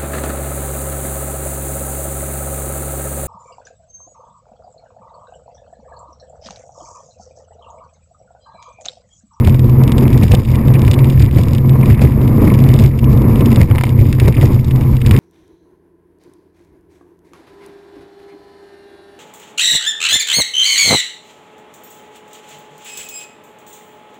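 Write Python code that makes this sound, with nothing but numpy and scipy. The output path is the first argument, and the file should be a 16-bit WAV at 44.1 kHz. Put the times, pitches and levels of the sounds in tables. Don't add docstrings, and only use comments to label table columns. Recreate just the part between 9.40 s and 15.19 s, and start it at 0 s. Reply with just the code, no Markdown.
import sys
import numpy as np
from scipy import signal
from scipy.fft import rfft, irfft
from scipy.io import wavfile
from scipy.ndimage import uniform_filter1d

SR = 44100
rng = np.random.default_rng(int(sys.argv[2]) if len(sys.argv) > 2 else 0)


def dump(signal):
    limited = np.clip(np.atleast_2d(signal).T, -1, 1)
    pcm = np.round(limited * 32767).astype(np.int16)
    wavfile.write(sys.argv[1], SR, pcm)


N = 255339
TIME = np.arange(N) / SR
SWAY_HZ = 20

# time_s, level_db
CHATTER_CURVE = [(0, -37.5), (.3, -49.5), (.63, -35.5), (1.11, -40), (1.35, -44), (1.47, -38), (2.02, -38),
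                 (2.3, -46), (2.62, -36), (2.78, -46), (3.3, -35), (3.7, -47), (4.15, -37), (4.62, -41),
                 (4.95, -35.5), (5.5, -46), (5.79, -32)]


def engine(firing_db=-3.5, overtones_db=-15, wander=0.004, roughness=0.21, throb_db=0.42):
    # time_s, speed_hz
    crank_speed = [(0, 42.85), (.5, 43.29), (1.2, 43.78), (1.7, 44.13), (2.3, 43.81), (2.8, 43.66),
                   (3.3, 43.81), (3.9, 43.41), (4.7, 43.14), (5.2, 42.89), (5.79, 42.66)]
    # time_s, level_db
    firing_curve = [(0, -11), (0.28, -5.5), (0.65, -7.5), (1.22, -14.5), (1.34, -3.5), (1.46, -13.5),
                    (1.62, -5), (1.85, -9.5), (2.14, -14), (2.32, -2.5), (2.6, -12.5), (3.1, -10.5),
                    (3.38, -9.5), (3.9, -8.5), (4.25, -13.5), (4.85, -10.0), (5.1, -10.5), (5.79, -8.5)]
    # crank_multiple, level_db
    tones = [(1.5, -15.5), (2, -13), (2.5, -10), (3, 1), (4, -16.5), (5, -13), (5.32, -12), (6, -21),
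             (7, -19.5), (8, -18.5), (9, -28.5), (10, -27), (11, -24.5), (12, -28.5), (14, -39.5)]
    turns = np.cumsum(follow(crank_speed) * (1 + wander * drift(7.3))) / SR
    level_db = follow(firing_curve) + lulls() + throb_db * drift(18.7)
    firing = gain_of(firing_db + level_db)
    overtones = gain_of(overtones_db + 0.5 * (level_db - level_db.mean()))
    loudest = max(db for _, db in tones)
    out = np.zeros(N)
    for multiple, db in tones:
        flutter = 1 + roughness * (drift(17.6) + 1j * drift(35.5))
        tone = (flutter * np.exp(2j * np.pi * (multiple * turns + rng.random()))).real
        out += np.sqrt(2) * gain_of(db) * tone * (firing if db == loudest else overtones)
    return out


def wind(sway_db=-25, unrest_db=1.34):
    # freq_hz, level_db
    rumble_spectrum = [(8, -26), (20, -12), (30, -17.5), (48, -5), (65, 2), (80, -0.5), (100, 5), (120, 2),
                       (150, -5.5), (185, -18), (260, -37), (450, -55.5)]
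    # time_s, level_db
    airstream_curve = [(0, -13), (.45, -17.5), (.85, -10), (1.3, -16), (1.9, -12), (2.3, -16.5),
                       (2.7, -12.5), (4.1, -11.5), (4.45, -14), (5.79, -12)]
    eddies = steady_noise(rumble_spectrum)
    sway = np.sin(2 * np.pi * np.cumsum(SWAY_HZ * (1 + 0.054 * drift(7.2))) / SR)
    airstream = gain_of(follow(airstream_curve) + unrest_db * drift(24) + 0.49 * lulls())
    return np.hypot(airstream, gusts()) * eddies + gain_of(sway_db) * sway


def gusts(half_length_s=0.031):
    # centre_s, peak_db
    hits = [(0.081, -6), (.28, -11), (.74, -9), (.84, -7), (0.921, -6.5), (1.12, -9), (1.29, -9.5),
            (1.48, -4), (1.819, -1.5), (1.98, -3), (2.12, -12), (2.51, -3), (2.65, -3.5), (3.05, -9),
            (3.29, -8), (3.44, -5), (3.72, -6), (4.21, -5), (4.32, -8), (4.61, -4), (4.84, -5),
            (5.042, -2.5), (5.14, -9.5), (5.53, -10), (5.73, -6)]
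    return np.sqrt(sum((gain_of(db) * swell(s, half_length_s)) ** 2 for s, db in hits))


def water_rush(hull_db=-5, wake_db=-4, lumps_db=2.0, chop_db=1.14):
    # freq_hz, level_db
    hull_spectrum = [(110, -8), (170, 2), (230, 8), (290, 1), (380, -4), (480, -9.5), (620, -22.5),
                     (1000, -59.5)]
    # time_s, level_db
    hull_load = [(0, -14.5), (0.3, -17), (0.6, -10.5), (0.94, -12.5), (1.15, -15.5), (1.3, -9.5),
                 (1.62, -16.5), (2.15, -18), (2.47, -11), (2.8, -13), (3.07, -6.5), (3.55, -14.5),
                 (3.72, -11), (4.17, -9), (4.4, -18.5), (5.02, -10), (5.3, -22), (5.79, -11.5)]
    # freq_hz, level_db
    wake_spectrum = [(250, -17.5), (500, 1.5), (630, -2.5), (800, -5.5), (1000, -0.5), (1250, -8.5),
                     (1500, -18), (2200, -13.5), (5500, -67)]
    # time_s, level_db
    wake_curve = [(0, -30), (0.3, -29.0), (0.48, -25), (0.92, -26.5), (1.15, -29), (1.33, -25),
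                  (1.75, -30.5), (2.15, -30), (2.48, -25), (2.8, -28.5), (3.03, -24.5), (3.6, -27.5),
                  (3.9, -25.5), (4.4, -27.5), (4.7, -33), (4.87, -24), (5.3, -31), (5.79, -28)]
    drumming = gain_of(hull_db + follow(hull_load)) * steady_noise(hull_spectrum)
    wake = gain_of(wake_db + follow(wake_curve)) * steady_noise(wake_spectrum)
    surge_db = lumps_db * drift(69) + chop_db * drift(10.5) + 0.97 * lulls()
    return gain_of(surge_db) * (drumming + wake)


def wave_thumps(level_db=-3):
    # start_s, level_db, length_s
    waves = [(0.066, 0, 0.026), (0.829, 3.5, 0.018), (0.909, -6, 0.013), (.932, 8, 0.018),
             (1.975, -2.5, 0.029), (2.606, -1, 0.026), (3.06, -6, 0.044), (3.39, -2, 0.028),
             (3.764, -17, 0.019), (4.197, -1.5, 0.029), (4.352, -1.5, 0.011), (4.874, 3.5, 0.018),
             (5.024, 1.5, 0.019), (5.126, -10, 0.017)]
    # freq_hz, level_db
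    thump_spectrum = [(70, 2.5), (180, 16.5), (300, -15), (500, -1), (750, -14), (1100, -36), (1700, -22),
                      (3000, -30.5)]
    water = coloured(rng.standard_normal(N), thump_spectrum)
    out = np.zeros(N)
    for start, db, length in waves:
        push = water[round(start * SR):][:round(length * SR)]
        push = push * signal.windows.tukey(len(push), 0.7)
        add(out, start, gain_of(db + level_db) * push / abs(push).max())
    return out


def housing_knocks(scrape_s=0.00058):
    # start_s, peak_db
    slams = [(.074, -6.5), (2.618, -13), (4.215, -7), (4.313, -10.5), (4.351, -16), (4.358, -14),
             (4.383, -5.5), (4.387, -8), (4.411, -8), (4.414, -14), (4.437, -2), (4.4411, -11),
             (4.469, -16.5), (4.881, -18), (5.029, -8), (5.709, -19)]
    # pitch_hz, level_db, t60_s
    modes = [(415.2, -20, .02), (980, -4, 0.019), (1340, 2, 0.004), (1850, -7.5, 0.01), (2130, -2, 0.013),
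             (2800, -11, 0.0071), (3630, -18, 0.0092)]
    t = np.arange(1500) / SR
    ring = sum(gain_of(db - 60 * t / t60) * np.sin(2 * np.pi * hz * t) for hz, db, t60 in modes)
    out = np.zeros(N)
    for start, db in slams:
        blow = (t == 0) + np.exp(-t / scrape_s) * rng.standard_normal(len(t))
        knock = signal.fftconvolve(blow, ring)
        add(out, start, gain_of(db) * knock / abs(knock).max())
    return out


def add_tick(out, start, db, snap_s=0.00033, bounce_s=0.0024, rebound_db=-4):
    # freq_hz, level_db
    snap_spectrum = [(600, -17), (1500, -5), (2400, 5), (2900, 5.5), (3250, 0), (3650, 4), (4300, -7),
                     (4850, -3), (5400, -5), (6000, -10)]
    t = np.arange(1024) / SR - 0.002
    bounces = np.cumsum(bounce_s * (0.6 + 0.8 * rng.random(3)))
    tilt_db_per_octave = 2.5 * rng.standard_normal()
    colour = [(hz, level + tilt_db_per_octave * np.log2(hz)) for hz, level in snap_spectrum]
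    decays = [(t >= at) * np.exp(-abs(t - at) / snap_s) for at in [0, *bounces]]
    snap, *later = [unit_rms(coloured(decay * rng.standard_normal(len(t)), colour)) for decay in decays]
    rebounds = unit_rms(sum(hit / (k + 1) for k, hit in enumerate(later)))
    rebounds *= gain_of(rebound_db + 2.4 * rng.standard_normal())
    snap_share = 0.0015 * SR / len(t)
    add(out, start + t[0], gain_of(db) * np.sqrt(snap_share) * (snap + rebounds))


def mount_ticks(uneven_db=0.46, strays=36, stray_db=9, stray_spread_db=5.0):
    # first_s, last_s, first_db, last_db
    runs = [(.047, .194, -24, -27), (.244, .296, -33, -30.5), (.437, 0.52, -26, -18.5),
            (.582, .582, -18, -18), (.632, .777, -25.5, -24), (.834, .93, -21, -27), (.918, 0.95, -16, -15),
            (.998, 1.157, -33, -26.5), (1.283, 1.45, -26, -26), (1.48, 1.7, -17.5, -25),
            (1.824, 1.824, -21, -18), (1.912, 2.01, -29, -33), (1.986, 2.183, -25, -25.5),
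            (2.295, 2.295, -23.5, -28), (2.412, 2.64, -31.5, -32), (2.648, 2.72, -23.5, -29),
            (2.815, 2.878, -30, -27), (3.14, 3.44, -24, -18.5), (3.317, 3.46, -32, -28),
            (3.397, 3.397, -25, -22), (3.59, 3.643, -27.5, -23.5), (3.73, 3.82, -31, -31),
            (3.958, 4.059, -25.5, -18.5), (4.118, 4.16, -22.5, -18), (4.493, 4.41, -26, -33),
            (4.728, 4.8, -20, -15.5), (4.881, 5.057, -29.5, -20.5), (5.246, 5.246, -28, -9),
            (5.31, 5.41, -25, -26.5), (5.568, 5.711, -26.5, -12), (5.765, 5.765, -20, -19)]
    out = np.zeros(N)
    for first, last, first_db, last_db in runs:
        swings = round(abs(last - first) * SWAY_HZ) + 1
        for start, db in zip(np.linspace(first, last, swings), np.linspace(first_db, last_db, swings)):
            add_tick(out, start, db + uneven_db * rng.standard_normal())
    chatter_db = follow(CHATTER_CURVE) + lulls()
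    for at in rng.integers(0, N, strays):
        add_tick(out, at / SR, chatter_db[at] + stray_db + stray_spread_db * rng.standard_normal())
    return out


def panel_buzzes(level_db=1, panel_hz=2200, width_hz=550):
    # start_s, level_db, length_s
    buzzes = [(.819, -27, .016), (1.144, -34.5, 0.015), (1.337, -28.5, 0.038), (2.426, -28, 0.015),
              (2.502, -27.5, 0.013), (2.614, -30, 0.018), (3.072, -25, .01), (3.097, -28, 0.015),
              (3.137, -31, 0.0074), (3.991, -35, .013), (4.123, -31, .01), (4.386, -31, .008),
              (4.435, -21, 0.0096), (4.586, -29, 0.013), (4.854, -30, .0074), (4.938, -30.5, .013),
              (5.014, -29, .012)]
    band = [panel_hz - width_hz / 2, panel_hz + width_hz / 2]
    ring = signal.sosfilt(signal.butter(2, band, "band", fs=SR, output="sos"), rng.standard_normal(N))
    out = np.zeros(N)
    for start, db, length in buzzes:
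        burst = unit_rms(ring[round(start * SR):][:round(length * SR)])
        add(out, start, gain_of(db + level_db) * burst * signal.windows.tukey(len(burst), 0.8))
    return out


def fittings_chatter(shake, level_db=-3, clump_db=8.5, crackle_db=-2, clicks_per_s=150):
    # freq_hz, level_db
    clump_spectrum = [(700, -5), (1400, 2), (1750, 9.5), (2200, 13.5), (2600, 7), (3200, -12),
                      (3700, -35.5), (4300, -39), (4900, -21), (5500, -44), (6000, -32)]
    # freq_hz, level_db
    click_spectrum = [(800, -28), (1600, -17), (2400, 3.5), (3200, 0), (3700, 2), (4300, -11), (4900, 5),
                      (5600, -7.5)]
    contacts = rng.standard_normal(N) * gain_of(clump_db * np.minimum(drift(200), 2))
    clumps = unit_rms(coloured(contacts, clump_spectrum))
    click_sizes = (0.5 + np.minimum(rng.exponential(1, N), 2)) * rng.choice([-1, 1], N)
    clicks = click_sizes * (rng.random(N) < clicks_per_s / SR)
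    crackle = gain_of(crackle_db) * unit_rms(coloured(clicks, click_spectrum))
    strain = np.minimum(abs(unit_rms(shake)), 2) - 1
    agitation_db = 0.25 * lulls() + 8 * gusts() + 3 * strain
    return gain_of(level_db + follow(CHATTER_CURVE) + agitation_db) * (clumps + crackle)


def lulls():
    # centre_s, depth_db, half_length_s
    dips = [(0.18, -3.5, 0.024), (0.877, -7, 0.025), (1.041, -9.5, .045), (1.899, -8, 0.018),
            (2.556, -7, .02), (2.745, -5, 0.054), (3.519, -9, 0.034), (3.597, -10.5, .025),
            (4.268, -9, 0.021), (4.43, -6, 0.037), (4.76, -4, 0.024), (4.941, -12.5, 0.026),
            (5.23, -6.5, 0.049), (5.6, -10.5, 0.043)]
    return sum(db * swell(s, half_length) for s, db, half_length in dips)


def gain_of(db):
    return 10 ** (np.asarray(db) / 20)


def unit_rms(x):
    return x / np.sqrt(np.mean(x ** 2) + 1e-20)


def follow(curve):
    return np.interp(TIME, *np.transpose(curve))


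def swell(centre_s, half_length_s):
    distance = (TIME - centre_s) / half_length_s
    near = abs(distance) < 3
    out = np.zeros(N)
    out[near] = np.exp(-distance[near] ** 2)
    return out


def drift(rate_hz):
    step, size = 16, 16384
    f = np.fft.rfftfreq(size, step / SR)
    coarse = irfft(rfft(rng.standard_normal(size)) * np.exp(-(f / rate_hz) ** 2), size)
    return unit_rms(np.interp(np.arange(N) / step, np.arange(size), coarse))


def coloured(x, spectrum):
    hz, db = np.transpose(spectrum)
    f = np.fft.rfftfreq(len(x), 1 / SR)
    eq_db = np.interp(np.log(f + 1), np.log(hz), db)
    return irfft(rfft(x) * gain_of(eq_db), len(x))


def steady_noise(spectrum, window=1800):
    noise = coloured(rng.standard_normal(N), spectrum)
    power = uniform_filter1d(uniform_filter1d(noise ** 2, window), window)
    return noise / np.sqrt(abs(power) + 1e-12)


def low_passed(x, edge_hz, taps):
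    return signal.oaconvolve(x, signal.firwin(taps, edge_hz, window=("kaiser", 9), fs=SR), "same")


def add(mix, start_s, sound):
    part = mix[max(round(start_s * SR), 0):][:len(sound)]
    part += sound[:len(part)]


def scene():
    shake = engine() + wind() + water_rush() + wave_thumps()
    return (shake + fittings_chatter(shake) + mount_ticks() + panel_buzzes() + housing_knocks())[None]


def record(dry, drive_db=0.4, band_hz=5920, hold_hz=12000, ceiling=0.95, top_hz=15500):
    driven = low_passed(dry[0], band_hz, taps=255) * gain_of(drive_db)
    slow = signal.resample_poly(driven, hold_hz, SR)
    clipped = slow / (1 + (slow / ceiling) ** 16) ** (1 / 16)
    held = signal.resample_poly(np.repeat(clipped, 4), SR, 4 * hold_hz)[:N]
    return low_passed(held, top_hz, taps=141)[None]


dry = scene()
out = record(dry)
dump(out)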